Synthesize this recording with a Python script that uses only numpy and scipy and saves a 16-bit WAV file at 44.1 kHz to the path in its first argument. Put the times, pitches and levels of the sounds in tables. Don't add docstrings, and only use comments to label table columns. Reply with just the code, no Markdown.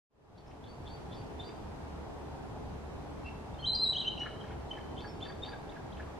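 import sys
import numpy as np
from scipy import signal
from scipy.fft import rfft, irfft, next_fast_len
from scipy.io import wavfile
from scipy.ndimage import uniform_filter1d

SR = 44100
rng = np.random.default_rng(int(sys.argv[2]) if len(sys.argv) > 2 else 0)


def transcribe(u):
    v = np.clip(np.atleast_2d(u).T, -1, 1)
    q = np.round(v * 32767).astype(np.int16)
    wavfile.write(sys.argv[1], SR, q)


N = 272979
TIME = np.arange(N) / SR


def amp(db):
    return 10 ** (np.asarray(db) / 20)


def unit(x):
    return x / np.sqrt(np.mean(x ** 2) + 1e-20)


def add(mix, s, sound):
    part = mix[round(s * SR):][:len(sound)]
    part += sound[:len(part)]


def band_noise(size, hz, width_hz):
    span = next_fast_len(max(size, SR // 2))
    f = np.fft.rfftfreq(span, 1 / SR)
    bell = (1 + ((f - hz) / (0.78 * width_hz)) ** 2) ** -1.5
    spectrum = rfft(rng.standard_normal(span)) * bell
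    return unit(irfft(spectrum, span))[:size]


def drone(hz, level_db, wander, waver_db=0.5):
    pitch = hz * (1 + wander * band_noise(N, 0, 4.02))
    tone = np.sin(2 * np.pi * np.cumsum(pitch) / SR)
    strength = amp(waver_db * band_noise(N, 0, 4.7))
    return amp(level_db) * unit(tone * strength)


def wash(spectrum, patchy_db=1.0):
    # time in seconds, rumble in dB, roar in dB.
    swell = [(1.0, -45.5, -51.5), (1.57, -51.5, -48.5), (1.62, -42.5, -49), (1.66, -48, -51),
             (1.92, -47.5, -49), (2.16, -47.5, -49.5), (3.12, -44.5, -50), (3.48, -50, -50.5),
             (3.51, -38, -49), (3.58, -45, -50), (4.36, -49.5, -49), (4.6, -44.5, -49), (4.8, -54, -48),
             (4.94, -40, -47), (4.97, -48, -49), (5.86, -48.5, -49), (6.02, -47.5, -49.5),
             (6.15, -53.5, -48.5)]
    frame, hop = 2048, 512
    frames, hz = N // hop + 5, np.fft.rfftfreq(frame, 1 / SR)
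    t = np.arange(frames) * hop / SR
    real, imag, patches = rng.standard_normal((3, frames, len(hz)))

    s, rumble_db, roar_db = np.transpose(swell)
    rumble = np.interp(t, s, rumble_db - rumble_db.mean())[:, None]
    roar = np.interp(t, s, roar_db - roar_db.mean())[:, None]
    bass = 1 / (1 + (hz / 190) ** 4)
    middle = 1 / (1 + (hz / 1500) ** 2)

    f, db = np.transpose(spectrum)
    field_db = np.interp(np.log(hz + 1), np.log(f + 1), db)
    field_db = field_db + 0.51 * bass * rumble + 0.76 * (1 - bass) * middle * roar
    patches = uniform_filter1d(uniform_filter1d(patches, size=8, axis=0), size=14, axis=1)
    field_db += patchy_db * unit(patches)
    field = (real + 1j * imag) * amp(field_db)
    _, noise = signal.istft(field.T, nperseg=frame, noverlap=frame - hop)
    return unit(noise[:N])


def traffic():
    # frequency in Hz, relative density in dB per Hz.
    common = [(15, -30), (27, -10.5), (50, -4.5), (80, -5.5), (125, -4), (180, -9), (380, -12),
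              (530, -14.5), (830, -12), (1150, -21), (2000, -32.5), (5000, -41.5), (10500, -51.5),
              (14000, -59.5)]
    # frequency in Hz, relative density in dB per Hz.
    wide = [(20, -37.5), (45, -30), (90, -12.5), (170, -1.5), (300, 0.5), (450, -1), (540, -6.5), (800, -9),
            (1500, -16.5), (3000, -24), (6000, -31.5), (10000, -39.5), (13500, -45.5)]
    # time in seconds, level in dB.
    hum = [(0.8, -58), (1.22, -57), (1.39, -46.5), (1.5, -62), (1.92, -44), (2.47, -54), (2.77, -44.5),
           (2.88, -49.5), (3.5, -46.5), (4.0, -58), (4.61, -41.5), (4.8, -59), (5.2, -53), (5.85, -58),
           (6.01, -42.5), (6.15, -57)]
    common_db, wide_db = -42.5, -46.5
    mid = amp(common_db) * wash(common)
    mid += drone(71.2, np.interp(TIME, *np.transpose(hum)), wander=0.0266)
    mid += drone(429, -58, wander=0.00298, waver_db=2.0)
    side = amp(wide_db) * wash(wide)
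    return np.array([mid + side, mid - side])


def rasp(s, length, hz, width_hz, level_db, flutter_db=7.5, pipe_hz=440, pipe_echo=.35):
    size = int(length * 1.5 * SR)
    grain = band_noise(size, hz, width_hz) * amp(flutter_db * band_noise(size, 0, 110))
    round_trip = np.exp(-2j * np.pi * np.fft.rfftfreq(size, 1 / SR) / pipe_hz)
    grain = irfft(rfft(grain) / (1 - pipe_echo * round_trip), size)
    return s - size / SR / 2, amp(level_db) * np.hanning(size) * unit(grain)


def cluck(s, hz, level_db, length=0.027, fall=0.099, rough=0.64):
    u = np.linspace(-.5, .5, int(length * SR))
    pitch = hz * (1 - fall * u)
    tone = np.sqrt(2) * np.sin(2 * np.pi * np.cumsum(pitch) / SR)
    rough_tone = tone + rough * band_noise(len(u), hz, 830)
    return s - length / 2, amp(level_db) * np.cos(np.pi * u) ** 2 * rough_tone


def whistle(rows, gap_db=0, jitter=0.0039, weak_jitter=0.018, jitter_hz=380,
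            shimmer_db=3.0, hoarse_db=-37, weak_hoarse_db=-16):
    # multiple of the pitch, level in dB against the fundamental.
    overtones = [(2, -36), (3, -62.5)]
    s, hz, level_db = np.transpose(rows)
    t = np.arange(s[0], s[-1], 1 / SR)
    effort_db, pitch = np.interp(t, s, level_db), np.interp(t, s, hz)
    gap_hz, gap_width_hz = 3530, 140
    effort_db = effort_db + gap_db * np.exp(-((pitch - gap_hz) / gap_width_hz) ** 2)

    low_register = np.clip((4400 - pitch) / 1000, 0, 1)
    weak = low_register * np.clip((-40 - effort_db) / 20, 0, 1)
    pitch = pitch * (1 + (jitter + weak_jitter * weak) * band_noise(len(t), 0, jitter_hz))
    phase = 2 * np.pi * np.cumsum(pitch) / SR
    tone = np.sin(phase)
    for multiple, db in overtones:
        tone += amp(db) * np.sin(multiple * phase)
    tone += amp(-33) * low_register ** 2 * np.sin(2 * phase)

    hoarseness = amp(hoarse_db) + weak * amp(weak_hoarse_db)
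    tone *= 1 + hoarseness * band_noise(len(t), 0, 700)
    level = amp(effort_db + shimmer_db * band_noise(len(t), 0, 150))
    return s[0], np.sqrt(2) * level * tone * signal.windows.tukey(len(t), .03)


def note(s, rise, fall, hz, glide, level_db, ends_db=-20.5, jitter=0.0047, curve=1.42,
         scoop_hz=130, scoop_s=0.0059):
    t = np.linspace(-rise, fall)
    from_peak = np.maximum(-t / rise, t / fall)
    pitch = hz + glide * t - scoop_hz * np.exp(-(t + rise) / scoop_s)
    swell_db = level_db + ends_db * from_peak ** curve
    return whistle(np.transpose([s + t, pitch, swell_db]), jitter=jitter)


def squeak(s, yip_hz, yip_db, delay, thin_hz, thin_db):
    yip = note(s, rise=0.017, fall=0.015, hz=yip_hz, glide=5300, level_db=yip_db)
    slur = note(s + 0.024, rise=.018, fall=0.041, hz=yip_hz * 1.08, glide=9600, level_db=yip_db - 19)
    hoarse_break = rasp(s + .016, length=.06, hz=3480, width_hz=710, level_db=-58)
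    thin = note(s + delay, rise=0.0436, fall=0.033, hz=thin_hz, glide=2300, level_db=thin_db,
                ends_db=-13.5, jitter=0.0073)
    return [yip, slur, hoarse_break, thin]


def woods(x, tail_db, t60=0.91, echo_side=0.29, build=0.011):
    # delay in seconds, level in dB against the direct sound.
    trunks = [(.0065, -9.5), (.015, -15), (.026, -11), (.038, -16), (.058, -17.5), (.097, -17),
              (.126, -31.5)]
    t = TIME[:SR]
    hits = rng.standard_normal((2, SR))
    scatter = hits * (rng.random((2, SR)) < 2500 / SR)
    scatter *= amp(-60 * t / t60) * (1 - np.exp(-t / build))
    mid, side = amp(tail_db) * scatter / np.linalg.norm(scatter, axis=1, keepdims=True)
    side = side * .5
    mid[0] += 1
    for k, (s, db) in enumerate(trunks):
        mid[round(s * SR)] += amp(db)
        side[round(s * SR)] += amp(db) * echo_side * (-1) ** k
    paths = np.array([mid + side, mid - side])
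    return signal.fftconvolve(x[None], paths, axes=1)[:, :N]


def eagle():
    # time in seconds, pitch in Hz, level in dB.
    scream = [(3.622, 3200, -58), (3.628, 3122, -42.5), (3.64, 2996, -42), (3.647, 3096, -29),
              (3.656, 3270, -33.5), (3.66, 3780, -32.5), (3.673, 4040, -28.5), (3.728, 4050, -28.5),
              (3.741, 4230, -32), (3.80, 3970, -37.5), (3.82, 4157, -28), (3.842, 4120, -22),
              (3.857, 3840, -34.5), (3.88, 3920, -27), (3.915, 4000, -31.5), (3.931, 3850, -30.5),
              (3.938, 3500, -53)]
    # time in seconds, pitch in Hz, level in dB.
    yodel = [(3.932, 3180, -35), (3.945, 2933, -45.5), (3.958, 2964, -35), (3.969, 3192, -25.5),
             (3.979, 3790, -40.5), (4.004, 4000, -33), (4.011, 3765, -32), (4.016, 3085, -34),
             (4.037, 2820, -55)]
    # time of the yip's peak in
    # seconds, yip in Hz, yip in dB, whistle delay in seconds, whistle in Hz, whistle in dB.
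    squeaks = [ (.646, 3480, -55, 0.066, 4510, -57), (0.871, 3520, -51.5, .055, 4530, -53),
               (1.124, 3530, -52, 0.058, 4580, -57.5), (1.407, 3600, -43, .064, 4690, -53),
               (4.983, 3186, -47.5, .072, 4560, -53), (5.229, 3525, -41.5, 0.054, 4595, -50.5),
               (5.437, 3706, -37.5, 0.051, 4630, -50), ]
    # time of the middle in
    # seconds, pitch in Hz, level in dB, rasp centre in Hz, rasp level in dB.
    clucks = [ (4.266, 1724, -42.5, 1810, -49), (4.51, 1474, -51, 1750, -54),
              (4.78, 1740, -49, 1920, -52.5), (5.05, 1640, -46, 3050, -56.5),
              (5.264, 1730, -51, 3200, -55.5), (5.303, 1632, -47.5, 2200, -59),
              (5.488, 1663, -50, 3100, -57), (5.538, 1616, -45.5, 2180, -61), (5.769, 1640, -49, 2400, -62),
              (6.005, 1712, -45, 2380, -58.5), ]
    # time of the peak
    # in seconds, rise in seconds, fall in seconds, pitch in Hz, glide in Hz per second, level in dB.
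    pips = [ (.385, 0.013, .02, 4470, 0, -59), (.475, 0.016, 0.027, 5250, 0, -62),
            (1.15, 0.024, .03, 5200, -5000, -65), (3.26, 0.018, 0.035, 2732, 2501, -49),
            (3.286, 0.029, .018, 2740, -3000, -47.5), (3.547, 0.0064, 0.0073, 3670, 1, -52.5),
            (3.596, 0.013, .013, 3170, 8998, -48), (3.608, 0.026, .026, 4270, 2997, -55),
            (3.753, 0.01, 0.02, 4777, -500, -33.5), (3.792, 0.019, 0.029, 4780, -3.5, -46),
            (4.056, 0.014, 0.023, 2900, 16994, -38), (4.084, 0.028, 0.0086, 3084, 1997, -26.5),
            (4.126, .025, 0.018, 2960, -4, -42), (4.155, 0.022, 0.014, 3110, 3994, -53),
            (4.182, .008, 0.014, 2846, 12000, -42), (4.223, 0.053, .014, 2922, 304.5, -36),
            (4.414, .01, 0.0084, 3210, -14000, -42.5), (4.715, 0.0094, 0.0087, 3080, 502, -34.5),
            (4.968, .014, 0.011, 3350, 45001, -55), (4.993, .008, 0.015, 3490, 0, -49),
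            (5.082, 0.023, 0.057, 5340, 500, -58), (5.214, 0.0085, 0.011, 3220, 35000, -49),
            (5.696, 0.013, 0.022, 3520, 45004, -56), (5.928, 0.015, 0.018, 3557, 60000, -58),
            (5.947, 0.0085, 0.0091, 3160, -20000, -57), ]
    # time of the middle in seconds, length in seconds (between
    # soft ends), centre in Hz, nominal width in Hz, level in dB.
    rasps = [ (0.378, 0.055, 4000, 1800, -53), (0.477, 0.062, 5360, 1300, -63),
             (0.498, 0.083, 2580, 1400, -60.5), (1.205, 0.068, 2700, 1400, -63),
             (1.495, .06, 2700, 1200, -64), (3.283, .04, 2400, 600, -55.5), (3.283, .083, 4400, 1490, -69),
             (4.199, 0.019, 5700, 1000, -56.5), (4.257, 0.027, 1390, 300, -46),
             (4.441, 0.026, 3080, 900, -61), (4.442, 0.026, 1370, 600, -50.5),
             (4.47, 0.069, 4720, 1800, -68), ]

    yips, voice = np.zeros((2, N))
    sounds = [whistle(call, gap_db=-19, jitter=.003, shimmer_db=2.5) for call in (scream, yodel)]
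    for row in squeaks:
        yip, *rest = squeak(*row)
        add(yips, *yip)
        sounds += rest
    for s, hz, level_db, rasp_hz, rasp_db in clucks:
        sounds.append(rasp(s - .02, length=.088, hz=rasp_hz, width_hz=1960, level_db=rasp_db))
        sounds.append(cluck(s, hz, level_db))
    sounds += [note(*row) for row in pips]
    sounds += [rasp(*row) for row in rasps]
    for s, sound in sounds:
        add(voice, s, sound)
    return woods(yips, tail_db=-18) + woods(voice, tail_db=-12)


def scene():
    return traffic() + eagle()


def record(dry):
    # time in seconds, gain as a plain factor.
    fade = [(.095, 0), (.15, 0.044), (.3, 0.15), (.5, 0.34), (.75, 0.51), (1.0, 0.71)]
    faded = dry * np.interp(TIME, *np.transpose(fade))
    lowpass = signal.firwin(511, 14000, window=("kaiser", 9), fs=SR)
    return signal.oaconvolve(faded, lowpass[None], "same")


dry = scene()
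out = record(dry)
transcribe(out)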